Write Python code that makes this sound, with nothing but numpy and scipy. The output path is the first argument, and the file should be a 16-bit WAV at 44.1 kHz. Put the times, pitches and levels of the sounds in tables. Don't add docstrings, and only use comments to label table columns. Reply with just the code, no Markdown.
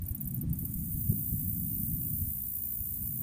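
import sys
import numpy as np
from scipy import signal
from scipy.fft import rfft, irfft
from scipy.io import wavfile
from scipy.ndimage import uniform_filter1d

SR = 44100
rng = np.random.default_rng(int(sys.argv[2]) if len(sys.argv) > 2 else 0)


def digitize_waveform(pressure):
    field = np.atleast_2d(pressure).T
    bounded = np.clip(field, -1, 1)
    quanta = np.round(bounded * 32767).astype(np.int16)
    wavfile.write(sys.argv[1], SR, quanta)


N = 142002

# t/s, level/dB
NEAR_SWELL = [(.5, -80), (.6, -64), (.8, -43), (1.0, -37.5), (1.3, -36), (1.9, -34.5), (2.6, -34.5),
              (3.22, -35)]
FAR_SWELL = [(.5, -68), (.58, -47.5), (.72, -42), (1.2, -42), (3.22, -46)]
# t/s, level/dB
CLOSING_TICKS = [(.018, -38), (.062, -37), (.084, -31), (.108, -37), (0.147, -31.5), (0.204, -39),
                 (0.2102, -30.5), (.253, -37.5), (0.273, -31), (.307, -37), (0.342, -31.5), (0.361, -37.5),
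                 (.411, -32), (.529, -32.5), (0.587, -31.5), (.650, -30.5), (.738, -31)]
# t/s, level/dB
OPENING_SCUFFS = [(0.034, -53), (0.05, -50.5), (0.114, -50.5), (0.176, -49), (0.224, -53.5), (0.239, -48.5),
                  (0.279, -50), (0.307, -49.5), (0.333, -53), (.374, -51), (.386, -54), (.494, -52),
                  (0.508, -67), (0.552, -50)]
# f/Hz, level/dB
CLOSING_SPECTRUM = [(3000, -48), (5000, -43), (6000, -30), (6600, -26.5), (8000, -19), (9400, -10),
                    (10400, -11), (11700, -8), (13000, -5.5), (14700, -1.5), (15400, 0.5)]
OPENING_SPECTRUM = [(3000, -43), (5500, -24.5), (6600, -12.5), (8000, -4), (9400, 1.5), (10500, -3),
                    (12500, -4.5), (15400, -5.5)]
# t/s, deep rumble level/dB, upper rumble level/dB
GUSTS = [(0, -34.5, -44.5), (.2, -66, -42.5), (.36, -52, -37), (.47, -37, -32.5), (.6, -44, -40),
         (.88, -41.5, -40.5), (1.07, -37.5, -38.5), (1.22, -48.5, -37.5), (1.37, -38, -37),
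         (1.6, -43.5, -39.5), (1.85, -40.5, -39), (2.03, -51, -37.5), (2.27, -36, -41.5), (2.38, -48, -51),
         (2.73, -55, -55), (2.9, -47, -49.5), (3.06, -41, -46), (3.22, -59, -39.5)]
# f/Hz, level/dB
DEEP_SPECTRUM = [(8, -51), (25, -16), (38, -8), (50, -2), (90, 2), (115, -4.5), (160, -34.5), (400, -61.5)]
UPPER_SPECTRUM = [(60, -29), (100, -6.5), (130, 0), (200, -3.5), (250, -9.5), (310, -19), (370, -34),
                  (440, -54), (800, -76), (2000, -85)]
LULL_SPECTRUM = [(8, -45), (25, -19), (60, 4), (200, -4.5), (310, -9.5), (370, -18), (440, -33),
                 (1000, -71)]
# t/s, length/s, level/dB, pitch/Hz
EDDIES = [(.100, 0.034, -33.5, 70), (.235, 0.052, -40.5, 60), (.428, 0.029, -35.5, 202),
          (0.614, .04, -40.5, 170), (.750, 0.039, -38, 60.3), (.935, 0.036, -35, 71),
          (1.088, 0.036, -26, 101), (1.117, 0.016, -39.5, 239), (1.315, 0.04, -35.5, 118),
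          (1.920, 0.038, -36, 67), (2.776, 0.056, -42.5, 66), (3.02, 0.051, -46, 60.4)]
# f/pitch, level/dB
EDDY_SPECTRUM = [(.15, -20), (.6, -9.5), (1, -4), (1.5, -8.5), (2.1, -24.5), (3, -35.5), (5, -52),
                 (20, -96)]
# t/s, level/dB
LEAF_SWELL = [(0, -69.5), (.3, -70), (.5, -67.5), (.7, -71), (1.1, -85), (3.22, -77)]
# f/Hz, level/dB
LEAF_SPECTRUM = [(200, -6.5), (600, 3), (900, -5), (1700, -8.5), (3000, -21), (8000, -15)]
AIR_SPECTRUM = [(100, 7.5), (430, 2.5), (600, 5), (800, 3), (1300, -0.5), (2000, -0.5), (3200, -3),
                (5000, -6.5), (15000, -6.5)]

CLOSE_PEAK, CLOSE_END, OPEN_AT, OPEN_WIDTH = 0.42, 0.75, 0.94, 0.099
TEETH_PER_S, TOOTH_JITTER, TOOTH_SPREAD_DB = 2600, .3, 2.5
RING_START_HZ, RING_END_HZ, RING_WIDTH_HZ = 15310, 10500, 2600
TICK_S, TICK_ATTACK_S, TICK_RELEASE_S, SCUFF_S = 0.0083, .001, 0.0015, 0.011
REEDS_T60_S, REEDS_DELAY_S = 0.076, 0.0022
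LULL_DB, AIR_DB = -53.5, -68


def katydid_buzz(swell, strokes_per_s, wander_cycles, uneven_db, open_db, stroke_at_s=.55, floor=.3):
    t = np.arange(N) / SR
    drift = unit(sum(np.sin(2 * np.pi * (hz * t + rng.random())) / hz for hz in np.geomspace(.2, 6, 12)))
    cycles = (t - stroke_at_s) * strokes_per_s + wander_cycles * drift
    phase = cycles % 1
    stroke = np.floor(cycles - np.floor(cycles.min())).astype(int)
    strength = amp(uneven_db * rng.standard_normal(N)[stroke])
    force = np.interp(phase, [0, CLOSE_PEAK * 2 / 3, CLOSE_PEAK, CLOSE_END], [floor, 1, 1, floor])
    closing = closing_wing(force * strength, travel=phase / CLOSE_END * (phase < CLOSE_END))
    opening = opening_wing(np.exp(-.5 * ((phase - OPEN_AT) / OPEN_WIDTH) ** 2))
    return level(swell) * (closing + amp(open_db) * opening)


def katydid_ticks():
    out = np.zeros(N)
    t = np.arange(0, TICK_S, 1 / SR)
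    force = np.minimum(t / TICK_ATTACK_S, 1) * np.minimum((TICK_S - t) / TICK_RELEASE_S, 1)
    for start, db in CLOSING_TICKS:
        add(out, start, amp(db) * closing_wing(force, travel=t / TICK_S))
    for start, db in OPENING_SCUFFS:
        add(out, start, amp(db) * opening_wing(arch(SCUFF_S)))
    return out


def closing_wing(force, travel):
    hz = RING_START_HZ + (RING_END_HZ - RING_START_HZ) * np.clip(travel, 0, 1) ** 2
    carrier = np.exp(2j * np.pi * np.cumsum(hz) / SR)
    pole = np.exp(-np.pi * RING_WIDTH_HZ / SR)
    clicks = force * tooth_clicks(len(force))
    ring = carrier * signal.lfilter([1 - pole], [1, -pole], clicks / carrier)
    return unit(colour(ring.real, CLOSING_SPECTRUM))


def opening_wing(force):
    return unit(colour(force * tooth_clicks(len(force)), OPENING_SPECTRUM))


def tooth_clicks(size):
    gaps, force, side = rng.standard_normal((size // 4, 3)).T
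    at = (np.cumsum(np.exp(TOOTH_JITTER * gaps)) * SR / TEETH_PER_S).astype(int)
    heights = np.sign(side) * amp(TOOTH_SPREAD_DB * force)
    clicks = np.zeros(size)
    clicks[at[at < size]] = heights[at < size]
    return clicks


def reed_scatter(sound, echo_db, count=6):
    t = np.arange(SR // 2) / SR
    decay = np.exp(-np.log(1000) * t / REEDS_T60_S) * (t > REEDS_DELAY_S)
    sway = np.linspace(0, count - 1, N)
    echo = np.zeros(N)
    for k in range(count):
        tail = rng.standard_normal(len(t)) * decay
        crossfade = np.sqrt(np.maximum(1 - abs(sway - k), 0))
        echo += signal.fftconvolve(sound * crossfade, tail / np.linalg.norm(tail))[:N]
    return sound + amp(echo_db) * echo


def microphone_wind():
    out = level(GUSTS, column=1) * noise(DEEP_SPECTRUM)
    out += level(GUSTS, column=2) * noise(UPPER_SPECTRUM)
    out += amp(LULL_DB) * noise(LULL_SPECTRUM)
    for start, length, db, hz in EDDIES:
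        envelope = arch(length)
        eddy = noise(np.array(EDDY_SPECTRUM) * [hz, 1], size=8192)[:len(envelope)]
        add(out, start, amp(db) * unit(envelope * eddy))
    return out


def insect_whistle(start_s=0.446, length_s=0.098, pitch_hz=9060, waver_hz=170, db=-69):
    envelope = arch(length_s)
    waver = unit(uniform_filter1d(rng.standard_normal(N), size=100))[:len(envelope)]
    tone = np.sin(2 * np.pi * np.cumsum(pitch_hz + waver_hz * waver) / SR)
    out = np.zeros(N)
    add(out, start_s, amp(db) * unit(envelope * tone))
    return out


def air_and_leaves():
    return amp(AIR_DB) * noise(AIR_SPECTRUM) + level(LEAF_SWELL) * noise(LEAF_SPECTRUM)


def amp(db):
    return 10 ** (np.asarray(db) / 20)


def unit(x):
    return x / np.sqrt(np.mean(x ** 2) + 1e-20)


def arch(length_s):
    return np.hanning(round(length_s * SR))


def level(curve, column=1):
    rows = np.array(curve)
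    return amp(np.interp(np.arange(N) / SR, rows[:, 0], rows[:, column]))


def colour(x, spectrum):
    hz, db = np.transpose(spectrum)
    f = np.fft.rfftfreq(len(x), 1 / SR)
    gain = amp(np.interp(np.log(f + 1), np.log(hz), db))
    return irfft(rfft(x) * gain, len(x))


def noise(spectrum, size=N):
    return unit(colour(rng.standard_normal(size), spectrum))


def add(mix, start_s, sound):
    part = mix[max(round(start_s * SR), 0):][:len(sound)]
    part += sound[:len(part)]


def scene():
    near = katydid_buzz(NEAR_SWELL, strokes_per_s=59.5, wander_cycles=0.048, uneven_db=.9, open_db=-19.5)
    far = katydid_buzz(FAR_SWELL, strokes_per_s=74.2, wander_cycles=.3, uneven_db=3, open_db=-10.5)
    insects = reed_scatter(katydid_ticks() + near + insect_whistle(), echo_db=-7)
    insects += reed_scatter(far, echo_db=-1)
    background = air_and_leaves()
    return (insects + microphone_wind() + background)[None]


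def record(dry):
    lowpass = signal.firwin(601, cutoff=15400, window=("kaiser", 8), fs=SR)
    return signal.oaconvolve(dry, lowpass[None], "same")


dry = scene()
out = record(dry)
digitize_waveform(out)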